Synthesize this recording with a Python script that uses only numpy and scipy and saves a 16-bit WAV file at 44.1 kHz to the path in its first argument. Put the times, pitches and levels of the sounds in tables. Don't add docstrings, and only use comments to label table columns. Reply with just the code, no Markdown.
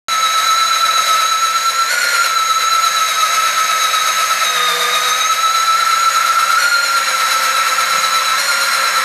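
import sys
import numpy as np
from scipy import signal
from scipy.fft import rfft, irfft, next_fast_len
from scipy.io import wavfile
from scipy.ndimage import uniform_filter1d, minimum_filter1d

SR = 44100
rng = np.random.default_rng(int(sys.argv[2]) if len(sys.argv) > 2 else 0)


def waveform_to_disk(signal):
    frames = np.transpose(np.atleast_2d(signal))
    scaled = np.clip(frames, -1, 1) * 32767
    samples = np.round(scaled).astype(np.int16)
    wavfile.write(sys.argv[1], SR, samples)


N = 398663
TIME = np.arange(N) / SR

# (time [s], speed [turns/s])
MOTOR_SPEED = [(0.0, 189.1), (0.3, 185.9), (0.63, 189.4), (1.13, 186.0), (1.9, 192.4), (2.47, 188.3),
               (2.81, 189.7), (3.17, 183.3), (3.42, 187.0), (4.0, 183.8), (4.37, 186.1), (4.73, 174.2),
               (5.56, 188.9), (5.98, 191.1), (7.39, 189.1), (7.91, 191.6), (8.5, 187.3), (9.04, 190.8)]
# (start [s], length [s], added tooth rattle [0-1])
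SURGES = [(1.888, .39, .28), (6.57, .6, .05), (8.38, .66, .08)]
# (time [s], load about the usual [dB])
GRAIN_LOAD = [(0.0, -3.5), (0.41, 0), (0.61, -1.5), (1.16, 1.3), (1.31, -3), (1.54, -2.5), (2.24, 0.7),
              (2.37, -3.0), (3.47, 0.8), (3.63, 0.1), (5.05, 1), (5.27, -1.2), (5.95, -0.7), (6.58, 0.2),
              (6.77, -2), (7.27, 1.1), (8.39, 0.4), (9.04, 1)]
# (time [s], level [dB])
FLOOR_BUMPS = [(7.92, -38)]
# (frequency [Hz], relative level [dB])
HISS_SPECTRUM = [(1500, -4), (3250, 1), (4100, 9), (5000, 2), (5600, 1.5), (6600, 4.5), (7400, -3.5),
                 (8500, -1.5), (10000, -4.5), (11700, -1), (13000, -5), (14000, -13), (15500, -20.5)]
# (frequency [Hz], relative level [dB])
GRIND_SPECTRUM = [(55, -35), (95, -40), (140, -20.5), (260, -22), (445, -17.5), (490, -8.5), (660, -7),
                  (830, -8.5), (1150, -7.5), (1650, 1.5), (1900, -0.5), (2170, 2.5), (2600, -5.5),
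                  (3100, -11)]
# (multiple of motor speed, relative level [dB])
ROTOR_ORDERS = [(3.1, -26), (5.51, -22), (6.1, -26.5), (8.27, -14), (9, -15.5), (9.75, -16.5), (11.03, -18),
                (12, -21), (14, -21.5), (20.68, -13.5)]
# (time [s], relative level [dB])
MESH_LEVEL = [(0.0, -19), (0.69, -14), (1.56, -17.5), (2.86, -16), (3.14, -21), (3.21, -17), (4.51, -19.5),
              (4.83, -22.5), (5.5, -15), (6.74, -13.5), (6.91, -18), (8.41, -19.5), (9.04, -19)]
OCTAVE_LEVEL = [(0, -46), (2.9, -48), (3.25, -33), (4.6, -35), (5.4, -38), (5.9, -47), (6.7, -36),
                (7.4, -38), (9.04, -43)]
THIRD_LEVEL = [(0.0, -28), (0.31, -20), (1.11, -20), (1.44, -25), (3.0, -22), (3.58, -30), (3.89, -21.5),
               (4.29, -29), (4.52, -21.5), (5.0, -22), (6.04, -24.5), (6.42, -30.5), (6.73, -19.5),
               (7.03, -26.5), (7.72, -28.5), (8.19, -22), (9.04, -24.8)]
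FIFTH_LEVEL = [(0, -26.5), (1.1, -25), (2, -28.5), (2.6, -26), (3.5, -26), (4.45, -26), (4.75, -37),
               (5.2, -23), (5.8, -30), (6.05, -25.5), (6.4, -31), (7.9, -28), (9.04, -31)]
# (harmonic, relative level [dB], swing per unit of belt pull [dB], lag [pulley turns])
BUZZ_HARMONICS = [(4, -3, 1, 0.04), (6, -7, 0.5, 0.053), (7, -9, 4.5, 0.073), (8, -9, 5.5, 0.13)]

PINION_TEETH, SECOND_MESH_ORDER, TURNS_PER_PULLEY_TURN = 7, 2.755, 22.594
SURGE_TURNS_PER_S, SURGE_SAG_S, SURGE_EDGE_S = 14.7, .62, .015
LABOUR_FROM, LABOUR_FULL = 184, 178
ROOM_T60_S, ECHO_CHANGE_S = .26, 1.0
WALK_START_S, WALK_END_S = 5.5, 8.3
MIC_OPEN_S, CUTOFF_HZ = .084, 15400


def from_db(db):
    return 10 ** (np.asarray(db) / 20)


def unit_power(x):
    return x / np.sqrt(np.mean(x ** 2) + 1e-20)


def curve(rows):
    return np.interp(TIME, *np.transpose(rows))


def drift(hz):
    hop, settle = 20, 2000
    pole = np.exp(-2 * np.pi * hz * hop / SR)
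    noise = rng.standard_normal(N // hop + settle + 2)
    slow = signal.lfilter([1], [1, -2 * pole, pole * pole], noise)[settle:]
    return np.interp(np.arange(N) / hop, np.arange(len(slow)), unit_power(slow))


def colour(x, spectrum):
    hz, db = np.transpose(spectrum)
    size = next_fast_len(N, real=True)
    bins = np.maximum(np.fft.rfftfreq(size, 1 / SR), 1)
    skirts = np.minimum(np.minimum(bins / hz[0], hz[-1] / bins), 1) ** 3
    gain = from_db(np.interp(np.log(bins), np.log(hz), db)) * skirts
    return unit_power(irfft(rfft(x, size) * gain, size)[:N])


def resonance(x, hz, width_hz):
    band = signal.butter(2, [hz - width_hz / 2, hz + width_hz / 2], "band", fs=SR, output="sos")
    return unit_power(signal.sosfilt(band, x))


def clicks(per_s, spread_db):
    struck = rng.random(N) < per_s / SR
    sizes = from_db(spread_db * np.minimum(rng.exponential(1, N), 5))
    return unit_power(struck * sizes * rng.choice([-1, 1], N))


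def tone(cycles, smear, smear_hz):
    angle = 2 * np.pi * cycles
    return (1 + smear * drift(smear_hz)) * np.cos(angle) + smear * drift(smear_hz) * np.sin(angle)


def room(x, wet_db):
    delay = TIME[:SR // 4]
    decay = from_db(-60 * delay / ROOM_T60_S) * (delay > .003)
    heard, step = x.copy(), int(ECHO_CHANGE_S * SR)
    for centre in range(0, N + step, step):
        span = np.arange(max(centre - step, 0), min(centre + step, N))
        echoes = rng.standard_normal(len(delay)) * decay
        fade = np.cos(np.pi / 2 * (span - centre) / step)
        wet = signal.fftconvolve(x[span] * fade, echoes / np.linalg.norm(echoes))[:N - span[0]]
        heard[span[0]:span[0] + len(wet)] += from_db(wet_db) * wet
    return heard


def beside():
    return np.clip((TIME - WALK_START_S) / (WALK_END_S - WALK_START_S), 0, 1)


def surge(start, length):
    return np.clip(np.minimum(TIME - start, start + length - TIME) / SURGE_EDGE_S, 0, 1)


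def racing():
    return sum(surge(start, length) * np.clip(1 - (TIME - start) / SURGE_SAG_S, 0, 1)
               for start, length, _ in SURGES)


def labouring():
    return np.clip((LABOUR_FROM - curve(MOTOR_SPEED)) / (LABOUR_FROM - LABOUR_FULL), 0, 1)


def level(steady_db, load_share=0, racing_db=0, labouring_db=0, beside_db=0):
    return (steady_db + load_share * curve(GRAIN_LOAD) + racing_db * racing()
            + labouring_db * labouring() + beside_db * beside())


def drive():
    speed = curve(MOTOR_SPEED) + SURGE_TURNS_PER_S * racing()
    pulley = np.cumsum(speed) / SR / TURNS_PER_PULLEY_TURN
    angle = 2 * np.pi * (pulley + .2)
    wobble = .011 * (np.cos(angle) + .3 * np.sin(2 * angle))
    motor = np.cumsum(speed * (1 + wobble + .0024 * drift(hz=18))) / SR
    return motor, pulley


def belt_pull(pulley, lag, snap):
    angle = 2 * np.pi * (pulley - lag)
    return np.cos(angle) + snap * np.cos(2 * angle)


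def floor_thud(decay_s, band_hz):
    envelope = sum(from_db(db) * (TIME > start) * np.exp(-np.abs(TIME - start) / decay_s)
                   for start, db in FLOOR_BUMPS)
    band = signal.butter(3, band_hz, "band", fs=SR, output="sos")
    rumble = unit_power(signal.sosfilt(band, rng.standard_normal(N)))
    return signal.sosfilt(band, envelope * rumble)


def rotor(motor, grind_db):
    hum_db = level(-55, load_share=.7, racing_db=-3, labouring_db=7, beside_db=2.5)
    gear_db = level(-44, load_share=1.5, racing_db=6, labouring_db=9, beside_db=5)
    hum = from_db(hum_db) * unit_power(tone(motor, smear=.14, smear_hz=4.5))
    second_gear = from_db(gear_db) * unit_power(tone(SECOND_MESH_ORDER * motor, smear=.4, smear_hz=7))
    cluster = sum(from_db(db) * unit_power(tone(order * motor, smear=1.84, smear_hz=9.7))
                  for order, db in ROTOR_ORDERS)
    return hum + second_gear + from_db(grind_db) * cluster


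def brushes(motor, pull):
    hiss_db = level(-24, load_share=.99, racing_db=.5, labouring_db=.1, beside_db=-.6)
    sparks = clicks(per_s=3300, spread_db=1.5) + from_db(2) * rng.standard_normal(N)
    spurts = from_db(1.5 * pull + .6 * np.cos(2 * np.pi * motor) + .57 * drift(hz=7.7))
    return from_db(hiss_db) * colour(room(sparks * spurts, wet_db=-6.5), HISS_SPECTRUM)


def mill(grind_db, pull):
    board_db = level(-38.5, load_share=2.1, labouring_db=1.5, beside_db=-10.5)
    body_db = level(-37, load_share=1, beside_db=9.5)
    kernels = clicks(per_s=2500, spread_db=3)
    fan_air = from_db(.5) * rng.standard_normal(N)
    rush = (kernels + fan_air) * from_db(1.04 * pull + .5 * drift(hz=5.6))
    knocks = clicks(per_s=1500, spread_db=.5) * from_db(1.5 * pull)
    board = from_db(board_db) * resonance(knocks, hz=663, width_hz=77)
    body = from_db(body_db) * resonance(knocks, hz=1200, width_hz=410)
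    return from_db(grind_db - 2.5) * colour(room(rush, wet_db=-.5), GRIND_SPECTRUM) + board + body


def tooth_rattle():
    running = .27 + .05 * curve(GRAIN_LOAD) + .26 * labouring() + .12 * beside()
    return running + sum(added * surge(start, length) for start, length, added in SURGES)


def pinion(motor, pulley):
    mesh = PINION_TEETH * motor
    rattle = tooth_rattle()

    def harmonic(order, db, press_db, rattle_share, smear_hz):
        partial = tone(order * mesh, rattle_share * rattle, smear_hz) * from_db(press_db)
        at_mic = room(partial, wet_db=-4)
        slow_rms = np.sqrt(uniform_filter1d(at_mic ** 2, size=SR // 4) + 1e-12)
        return from_db(db) * at_mic / slow_rms

    mesh_db = curve(MESH_LEVEL) + level(1.63, racing_db=-1.3)
    third_db = curve(THIRD_LEVEL) + level(.38, racing_db=-1.6)
    buzz_db = level(-32, load_share=1.3, racing_db=5.5, labouring_db=-1, beside_db=1.2)
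    uneven = (1 + .21 * drift(hz=6.5)) * from_db(level(.76, labouring_db=-7, racing_db=-2.5))
    early_pull = belt_pull(pulley, lag=.0076, snap=.79) * uneven
    pull = belt_pull(pulley, lag=.055, snap=.33) * uneven
    mesh_press_db = 2.26 * early_pull + .89 * drift(hz=15)
    whine = harmonic(1, mesh_db, mesh_press_db, rattle_share=1.32, smear_hz=42.2)
    whine += harmonic(2, curve(OCTAVE_LEVEL), 3 * pull, rattle_share=2.2, smear_hz=40)
    whine += harmonic(3, third_db, 3.9 * pull, rattle_share=.78, smear_hz=69)
    fifth_press_db = .3 * pull + 2.1 * drift(hz=6.3)
    whine += harmonic(5, curve(FIFTH_LEVEL), fifth_press_db, rattle_share=.89, smear_hz=105)
    for order, db, swing_db, lag in BUZZ_HARMONICS:
        press_db = swing_db * belt_pull(pulley, lag, snap=.3) * uneven
        whine += harmonic(order, buzz_db + db, press_db, rattle_share=.27 * order, smear_hz=20 * order)
    return whine


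def scene():
    motor, pulley = drive()
    grind_db = level(-20, load_share=1, racing_db=1, labouring_db=-.1, beside_db=.5)
    pull = belt_pull(pulley, lag=.054, snap=.45)
    tones = pinion(motor, pulley) + rotor(motor, grind_db)
    rush = mill(grind_db, pull) + brushes(motor, pull)
    return (tones + rush + floor_thud(decay_s=.055, band_hz=(120, 230)))[None]


def record(dry):
    thinned = signal.sosfilt(signal.butter(2, 65, "high", fs=SR, output="sos"), dry)
    allowed_gain = np.minimum(1, .7 / (np.abs(thinned) + 1e-9))
    limiter_gain = uniform_filter1d(minimum_filter1d(allowed_gain, size=600), size=600)
    top_cut = signal.ellip(12, .1, 90, CUTOFF_HZ, fs=SR, output="sos")
    return signal.sosfilt(top_cut, thinned * limiter_gain * (TIME > MIC_OPEN_S))


dry = scene()
out = record(dry)
waveform_to_disk(out)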